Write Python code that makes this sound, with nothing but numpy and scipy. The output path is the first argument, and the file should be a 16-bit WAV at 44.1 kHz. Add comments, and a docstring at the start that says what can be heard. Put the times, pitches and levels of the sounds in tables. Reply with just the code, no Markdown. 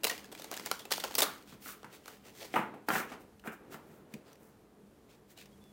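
"""Sharp card snaps over a rustle: a deck of large cards is riffled together, pushed flush, knocked on a wooden
table and squared by hand. Corners snap off the thumbs as noise bursts with a ringing air pocket; card faces slide
as gritty friction; the deck edge thuds through the table modes and drags on the wood as coloured grit.
Two short faint whistles come near the end. A quiet furnished room and its low hum surround a close microphone."""
import sys
import numpy as np
from scipy import signal
from scipy.fft import rfft, irfft, next_fast_len
from scipy.io import wavfile
from scipy.ndimage import uniform_filter1d

SR = 44100
rng = np.random.default_rng(int(sys.argv[2]) if len(sys.argv) > 2 else 0)


def generate_wav(sig):
    """Save sig (samples, or channels by samples) to the path in sys.argv[1] as 16-bit PCM at SR."""
    pcm = np.round(np.clip(np.atleast_2d(sig).T, -1, 1) * 32767).astype(np.int16)
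    wavfile.write(sys.argv[1], SR, pcm)


N = 252252


def gain_of(db):
    """Decibels to amplitude."""
    return 10 ** (np.asarray(db) / 20)


def evened(x):
    """Scales to rms 1."""
    return x / np.sqrt(np.mean(x ** 2) + 1e-20)


def peaked(x):
    """Scales to peak 1."""
    return x / abs(x).max()


def early(x):
    """Scales to rms 1 over the first 10 ms."""
    return x / np.sqrt(np.mean(x[:441] ** 2))


def read(points, hz):
    """Reads a curve over frequency on a log-frequency axis."""
    f, value = np.transpose(points)
    return np.interp(np.log(hz + 1), np.log(f + 1), value)


def along(curve):
    """The gain of a level curve at every sample; silent after its end."""
    s, db = np.transpose(curve)
    return gain_of(np.interp(np.arange(N) / SR, s, db, right=-200))


def add(mix, s, sound):
    """Mixes a sound in at a time in seconds."""
    part = mix[round(s * SR):][:len(sound)]
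    part += sound[:len(part)]


def band(x, lo_hz, hi_hz, order=2):
    """Causal band-pass."""
    edges_hz = np.clip([lo_hz, hi_hz], 20, SR / 2 - 500)
    return signal.sosfilt(signal.butter(order, edges_hz, "band", fs=SR, output="sos"), x)


def resonate(x, hz, width_hz):
    """A two-pole resonance of gain 1 at its peak."""
    return signal.lfilter(*signal.iirpeak(hz, hz / max(width_hz, 1), SR), x)


def coloured(x, points):
    """Shapes a long noise by a spectrum and scales it to rms 1."""
    size = next_fast_len(len(x))
    gain = gain_of(read(points, np.fft.rfftfreq(size, 1 / SR)))
    return evened(irfft(rfft(x, size) * gain, size)[:len(x)])


# Spectrum of the room's wash. Each row: frequency in Hz, relative density in dB per Hz.
HUSH_SPECTRUM = [(15, -53), (25, -28), (43, 0.5), (150, 2), (177, -4), (208, 5), (280, -14), (410, -2.5),
                 (617, -17), (902, -16.5), (1930, -21.5), (15200, -27), (16500, -42)]
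# Wavering tones in the hush. Each row: frequency in Hz, width in Hz, rms level in dB.
HUM_TONES = [(199, 4.7, -69), (1180, 8.5, -90)]
HUSH_DB, SWELL_DB = -65.5, 1.5


def hush():
    """Background of the room: low wash that swells slowly, up to microphone hiss, and narrow-band noise hums."""
    flutter = band(rng.standard_normal(N), 12, 60, order=1)
    drift = uniform_filter1d(rng.standard_normal(N), 9000)
    swell = evened(flutter + 30 * drift)
    wash = coloured(rng.standard_normal(N), HUSH_SPECTRUM) * gain_of(HUSH_DB + SWELL_DB * swell)
    hums = sum(gain_of(db) * evened(resonate(rng.standard_normal(N), hz, width_hz))
               for hz, width_hz, db in HUM_TONES)
    return wash + hums


# Decay of the room. Each row: frequency in Hz, time to fall 60 dB in s.
ROOM_T60 = [(150, 0.26), (400, 0.17), (1040, 0.35), (2760, 0.31), (7280, 0.25)]


def reflections(x):
    """Sparse echoes of random sign, one in every 20 samples; each frequency dies at its own speed."""
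    taps = np.zeros(SR)
    at = np.arange(180, SR - 20, 20)
    taps[at + rng.integers(0, 20, len(at))] = rng.choice([-1., 1.], len(at))
    hz, t, z = signal.stft(taps, SR, nperseg=256)
    decay = gain_of(-60 * t / read(ROOM_T60, hz)[:, None])
    tail = signal.istft(z * decay, SR, nperseg=256)[1]
    return signal.fftconvolve(x, tail / np.linalg.norm(tail))[:N]


def diffuse_field(x):
    """Energy lingers in each frequency band and is carried by fresh noise."""
    hz, t, z = signal.stft(x, SR, nperseg=256, noverlap=192)
    keep = gain_of(-60 * t[1] / read(ROOM_T60, hz)) ** 2  # share of energy kept per frame
    energy = uniform_filter1d(abs(z) ** 2, size=3, axis=0)  # scattering blurs fine spectral detail
    # starts three frames late
    lingering = np.array([signal.lfilter([0, 0, 0, 1 - k], [1, -k], e) for k, e in zip(keep, energy)])
    a, b = rng.standard_normal((2, *z.shape))
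    noise = np.sqrt(abs(lingering)) * (a + 1j * b)
    diffuse = signal.istft(noise, SR, nperseg=256, noverlap=192)[1][:N]
    return band(diffuse, 170, 20000, order=4)


def room(x):
    """The furnished room answers with sparse reflections and a diffuse field."""
    return .45 * reflections(x) + diffuse_field(x)


# Thin faint whistle, one list per note. Each row: time in seconds, pitch in Hz, rms level in dB.
WHISTLE_NOTES = [
    [(5.51, 3125, -88), (5.538, 3330, -72), (5.56, 3300, -89)],
    [(5.61, 3410, -71.5), (5.63, 3510, -74), (5.72, 3380, -73.5)],
]


def whistle():
    """Short gliding sines with soft ends."""
    out = np.zeros(N)
    for rows in WHISTLE_NOTES:
        s, hz, db = np.transpose(rows)
        t = np.arange(s[0], s[-1], 1 / SR)
        phase = 2 * np.pi * np.cumsum(np.interp(t, s, hz)) / SR
        tone = np.sin(phase) * np.sqrt(2)  # rms 1
        add(out, s[0], gain_of(np.interp(t, s, db)) * tone * signal.windows.tukey(len(t), .15))
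    return out


def grit(per_s, spread_db, smooth):
    """Stick-slip friction: smooth noise plus small catches, of uneven size where spread_db is above 0."""
    sizes = gain_of(spread_db * np.minimum(rng.exponential(1, N), 4))
    catches = sizes * (rng.random(N) < per_s / SR)
    clumps = signal.lfilter([1], [1, -np.exp(-1000 / (1.5 * SR))], catches)  # each catch decays over 1.5 ms
    return evened(rng.standard_normal(N) * (smooth + evened(clumps)))


# Deck and hands dragging on the wood. Each row: time in seconds, level in dB.
DRAG_LEVEL = [(0.0, -59), (0.62, -55), (0.76, -60), (1.13, -54.5), (1.21, -50.5), (1.46, -61.5),
              (2.16, -64), (2.53, -59), (2.69, -50), (2.87, -63), (2.9, -53), (3.06, -51.5), (3.45, -68.5),
              (3.64, -56.5), (4.62, -64), (5.72, -65)]
# Spectrum of the drag. Each row: frequency in Hz, relative density in dB per Hz.
WOOD_SPECTRUM = [(71, -42.5), (120, -7), (189, 0.5), (394, 2.5), (456, 0.5), (484, -2.5), (649, -6.5),
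                 (1710, -17), (4000, -32), (5200, -42.5), (8800, -120)]


def drag():
    """The deck edge rasps on the wood: dense grit with the colour of the wood."""
    return along(DRAG_LEVEL) * coloured(grit(per_s=890, spread_db=4.0, smooth=2.6), WOOD_SPECTRUM)


# Modes of the table top. Each row: frequency in Hz, width in Hz (70 at least when played), relative gain in dB.
TABLE_MODES = [(334, 166, 11), (504, 410, -4), (950, 1000, 2.5), (1225, 41, -30), (1320, 210, 10.5),
               (1620, 160, -42), (2220, 54, -52), (2655, 120, -55)]


def table(x):
    """The table top rings in its modes over a broad wooden body; wood swallows the treble."""
    modes = sum((-1) ** k * gain_of(db) * resonate(x, hz, max(width_hz, 70))
                for k, (hz, width_hz, db) in enumerate(TABLE_MODES))
    return band(modes + 1.7 * x, 207, 2480, order=4)


def papery(rub, hiss_db, ring, hz):
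    """Friction on coated card: a broad rub, a ring of the bent card and a treble hiss."""
    bending = sum(resonate(rub, share * hz, 0.13 * hz) for share in (.45, .72, 1))  # three modes
    body = evened(band(rub, 1400, 8000)) + ring * evened(bending)
    hiss = evened(band(rub, 5300, 16000)) + 0.22 * evened(band(rub, 12500, 15500))
    return evened(body) + gain_of(hiss_db) * evened(hiss)


# Card faces sliding. Each row: start in seconds, length in seconds, rub level at full speed in dB,
# treble hiss in dB re rub, table rumble in dB re rub, top mode of the bent card in Hz.
SLIDE_STROKES = [(1.3, 1.36, -70, -8, -17, 2970), (1.437, 0.14, -57.5, -5.5, -28, 3420),
                 (1.59, 0.18, -51, 2.5, -18, 6200), (1.9, .09, -58, -3, -1, 3560),
                 (2.013, 0.19, -61.5, -2, 2, 2820), (2.215, 0.12, -60, -5, 1.5, 2730),
                 (2.308, 0.23, -53, -5, -18, 1990), (2.378, 0.098, -58, -33, 8, 4460),
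                 (2.5, 0.086, -52.5, -9, -9, 3200), (2.856, .2, -42.5, 0.5, -14, 2690),
                 (3.052, .13, -55, -14, -0.5, 2500), (3.183, 0.061, -69.5, 2, -4, 2580),
                 (3.43, 0.082, -62, 5, 15.5, 2400), (3.506, 0.053, -64.5, 6, 14, 6950),
                 (3.692, 0.088, -54.5, -1.5, 4.5, 2870), (3.79, 0.28, -74, 3, 2, 3530),
                 (4.09, 0.089, -68, -2, 2, 2700), (4.224, 0.14, -65.5, -7, 4.5, 4600),
                 (4.36, 0.18, -80.5, 11.5, 13, 3500), (4.93, .1, -80.5, -10, 3, 2900),
                 (5.068, .11, -64.5, -7, 0, 3470), (5.271, 0.079, -64, -0.5, -21, 1990),
                 (5.348, 0.11, -55.5, -8, -10, 3760)]
FASTEST_AT = 0.5  # share of the stroke
RING_SHARE, RING_DB_PER_HISS_DB = 0.29, -1.1  # a light fast skim hisses, a pressed card rings


def slides():
    """Each stroke speeds up and slows down; loudness follows its speed, and the table under the deck rumbles."""
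    out, rub = np.zeros(N), grit(per_s=390, spread_db=0.0, smooth=1.5)
    for start_s, length_s, rub_db, hiss_db, rumble_db, hz in SLIDE_STROKES:
        at = round(start_s * SR) + np.arange(round(length_s * SR))
        angle = np.interp(np.linspace(0, 1, len(at)), [0, FASTEST_AT, 1], [0, np.pi / 2, np.pi])
        speed = np.sin(angle)
        rumble = gain_of(rumble_db) * evened(table(resonate(rub[at], 534, 400)))
        ring = RING_SHARE * gain_of(RING_DB_PER_HISS_DB * hiss_db)
        sound = papery(rub[at], hiss_db, ring, hz) + rumble
        add(out, start_s, gain_of(rub_db) * sound * abs(speed) ** 1.98)
    return out


# Cards fluttering past the thumbs. Each row: time in seconds, rustle gain in dB.
RIFFLE_LEVEL = [(0.03, -70), (0.106, -48), (0.3, -66.5), (0.4, -58), (0.49, -58), (0.52, -52),
                (0.72, -54.5), (0.9, -66.5), (0.91, -47.5), (1.16, -54), (1.337, -55), (1.44, -67.5)]
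RIFFLE_HISS_DB = -7  # treble re rustle


def riffle():
    """Fine crackle of card edges between the snaps; gaps of different width ring at different pitch."""
    edges = [grit(per_s=120, spread_db=4.2, smooth=.45) for _ in range(4)]
    pockets = [papery(rub, RIFFLE_HISS_DB, 1.2, hz) for rub, hz in zip(edges, (2020, 3150, 4200, 6500))]
    return along(RIFFLE_LEVEL) * sum(pockets) / 2


def burst(decay_ms, rise_ms):
    """Noise that starts fast and dies exponentially, in clumps as one card lands after another."""
    ms = np.arange(6000) * 1000 / SR
    unevenness = evened(uniform_filter1d(rng.standard_normal(len(ms)), size=50))
    clumps = gain_of(3.35 * unevenness)
    shape = (1 - np.exp(-ms / abs(rise_ms))) * np.exp(-ms / max(decay_ms, .3))
    return rng.standard_normal(len(ms)) * clumps * shape


# Lowest modes of the table top. Each row: frequency in Hz, width in Hz, relative gain in dB.
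THUD_MODES = [(157.8, 15, -8.5), (206.2, 27, 1.5)]
KNOCK_CRACK_DB = -32.5  # early rms re body peak


def knock(db, thud_db, hz, decay_ms):
    """Many card edges land close together: a dull burst into the table, a short crack, a low thud of the top."""
    blow = burst(decay_ms, rise_ms=0.074) + 1.54 * burst(0.8, rise_ms=0.075)  # the first edge lands hardest
    deck_ring = resonate(resonate(blow, hz, 0.21 * hz), hz, 0.21 * hz)
    body = peaked(table(blow)) + 0.4 * peaked(deck_ring)
    crack = early(band(burst(0.71 * decay_ms, rise_ms=1.4), 2900, 19500))
    push = np.exp(-np.arange(len(blow)) / 25.0)  # decays over 25 samples
    low_modes = sum(gain_of(mode_db) * resonate(push, f, width_hz) for f, width_hz, mode_db in THUD_MODES)
    thud = early(band(low_modes, 125, 320))
    return gain_of(db) * (peaked(body) + gain_of(KNOCK_CRACK_DB) * crack + gain_of(thud_db) * thud)


# Deck edge on the table. 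Each row: start in seconds, body peak in dB, early thud rms in dB re that peak,
# ring of the deck in Hz, burst decay in ms.
KNOCK_EVENTS = [(1.228, -28, -34, 1152, 33), (1.525, -45, -4.5, 1030, 2.4), (1.659, -39, -39, 1260, 2.6),
                (1.689, -34.5, -34, 1140, 2.8), (1.731, -47, -28, 1250, 3.2), (1.844, -36, -18.5, 900, 2.4),
                (2.54, -21.5, -32, 766, 2.9), (2.558, -15.5, -42, 870, 8.5), (2.566, -18, -24, 720, 1.3),
                (2.591, -23, -13.5, 840, 2.8), (2.74, -36.5, -16, 686, 5.3), (2.885, -19, -34, 760, 5.6),
                (2.903, -19.5, -32, 1370, 2.9), (2.929, -29, -12, 800, 8.1), (2.953, -23, -39, 1460, 9.3),
                (2.962, -26.5, -14, 1650, 3.7), (3, -30, -20, 1260, 7.9), (3.117, -33.5, -20, 720, 14),
                (3.439, -43.5, -28, 1430, 9), (3.474, -31, -12.5, 1420, 6.9), (3.744, -36, -14.5, 710, 3.7),
                (3.902, -54.5, -3, 710, 5.9), (4.138, -51, 7.5, 583, 1.3)]


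def knocks():
    """Places every knock of the deck edge."""
    out = np.zeros(N)
    for s, *row in KNOCK_EVENTS:
        add(out, s, knock(*row))
    return out


# a small pocket snaps brighter: early treble rms re peak for a 3 kHz pocket at -30.5 dB, slope with pocket pitch
SNAP_TREBLE_DB, TREBLE_DB_PER_OCTAVE = -15.5, 3
TREBLE_DB_PER_DB = 0.1127  # a harder snap is brighter too


def snap(db, puff_db, hz, decay_ms):
    """A corner slaps the card below: broad crack, a pocket of air between cards rings, a low puff escapes."""
    treble_db = SNAP_TREBLE_DB + TREBLE_DB_PER_OCTAVE * np.log2(hz / 3000) + TREBLE_DB_PER_DB * (db + 30.5)
    crack = burst(decay_ms, rise_ms=0.79)
    pocket = resonate(crack, hz, 0.067 * hz)
    middle = peaked(band(crack, 1500, 6100)) + 0.5 * peaked(pocket)
    treble = early(band(burst(decay_ms, rise_ms=0.18), 6800, 19920, order=1))
    puff = early(band(burst(1.4 * decay_ms, rise_ms=1.3), 360, 980))
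    return gain_of(db) * (peaked(middle) + gain_of(treble_db) * treble + gain_of(puff_db) * puff)


# Card snaps. Each row: start in seconds, crack peak in dB, early air puff rms in dB re that peak,
# pocket resonance in Hz, burst decay in ms.
SNAP_EVENTS = [(0.0337, -25, -16, 2820, 6.2), (0.042, -15.5, -24.5, 3780, 2.2),
               (0.0485, -18.5, -18, 2820, 3.2), (0.068, -23, -16, 4230, 7.9),
               (0.0963, -21.5, -24, 1940, 5.2), (0.1095, -31, -10.5, 2860, 10.7),
               (0.179, -38.5, -28, 2900, 1.6), (0.2439, -41.5, -35, 1710, 1.1),
               (0.316, -43, -18, 3600, 3.7), (0.3239, -39.5, -9.5, 7800, 3.9),
               (0.3494, -39.5, -18, 2400, 1.5), (0.376, -45, -27, 3310, 6.1), (0.396, -38, -14, 3670, 7.2),
               (0.42, -37, -36, 3770, 3.3), (0.4429, -36.5, -13, 6350, 2), (0.514, -31, -12.5, 5660, 1.4),
               (0.5229, -37.5, -6.5, 1600, 7), (0.5386, -31.5, -28, 2760, 3.7),
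               (0.567, -35.5, -16, 6510, 1.7), (0.5748, -29, -26, 1740, 0.58),
               (0.596, -34.5, -13, 2090, 2.5), (0.66, -26.5, -18, 6400, 2.4), (0.67, -37, -13, 2340, 4.5),
               (0.7139, -18, -18, 1370, 1.3), (0.7911, -36, -21.5, 3290, 17),
               (0.853, -37.5, -12.5, 2640, 3.1), (0.906, -29, -18, 1560, 7.6),
               (0.9163, -23.5, -12, 4000, 1.8), (0.9206, -19, -27.5, 4100, 4),
               (0.9351, -26.5, -17, 3400, 2.9), (0.97, -34, -23, 3520, 5.2), (0.9786, -31, -9, 1410, 2.4),
               (0.9991, -30, -25.5, 3620, 4.1), (1.038, -24, -13.5, 1430, 7.2),
               (1.0465, -33.5, -8, 2650, 2.4), (1.1096, -40, -6.5, 1840, 3.3),
               (1.1413, -35.5, -17.5, 4090, 1), (1.1518, -20, -24, 4640, 3.2),
               (1.1814, -18.5, -14.5, 7400, 8.8), (1.1874, -18.5, -17.5, 5390, 8),
               (1.2039, -18.5, -17.5, 7000, 3.3), (1.2197, -13.5, -16.5, 3670, 7.3),
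               (1.2301, -20, -28.5, 4120, 5.1), (1.8306, -46.5, -6.5, 1390, 1.4),
               (1.845, -48, -28, 2620, 3.6), (2.0576, -40, -22, 1280, 1.24), (2.079, -36, -16.5, 1550, 2.5),
               (2.8868, -26, -21, 4360, 2.9), (3.3955, -51, -35, 3000, 2.7), (3.474, -45, -34, 6940, 2.5),
               (4.1383, -38.5, -29, 2520, 3.2), (4.3302, -48.5, -20, 5600, 1.5), (4.355, -53, -25, 2540, 2),
               (5.3753, -46, -16, 3080, 2.3), (5.457, -50, -15, 5150, 3.4), (5.639, -55, -25, 7500, 1.2)]


def snaps():
    """Places every snap of a card corner."""
    out = np.zeros(N)
    for s, *row in SNAP_EVENTS:
        add(out, s, snap(*row))
    return out


def scene():
    """Snaps, knocks and slides close by, with the room behind them."""
    snapping, knocking = snaps(), knocks()
    rubbing = slides() + riffle() + drag()
    wet = room(gain_of(-8) * snapping + gain_of(1) * knocking + gain_of(-6) * rubbing)
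    return (snapping + knocking + rubbing + wet + whistle() + hush())[None]


EDGE_HZ = 16100


def record(dry):
    """The band limit of the recorder: a linear-phase low-pass."""
    lowpass = signal.firwin(511, EDGE_HZ, window=("kaiser", 9), fs=SR)
    return signal.oaconvolve(dry, lowpass[None], "same")


dry = scene()
out = record(dry)
generate_wav(out)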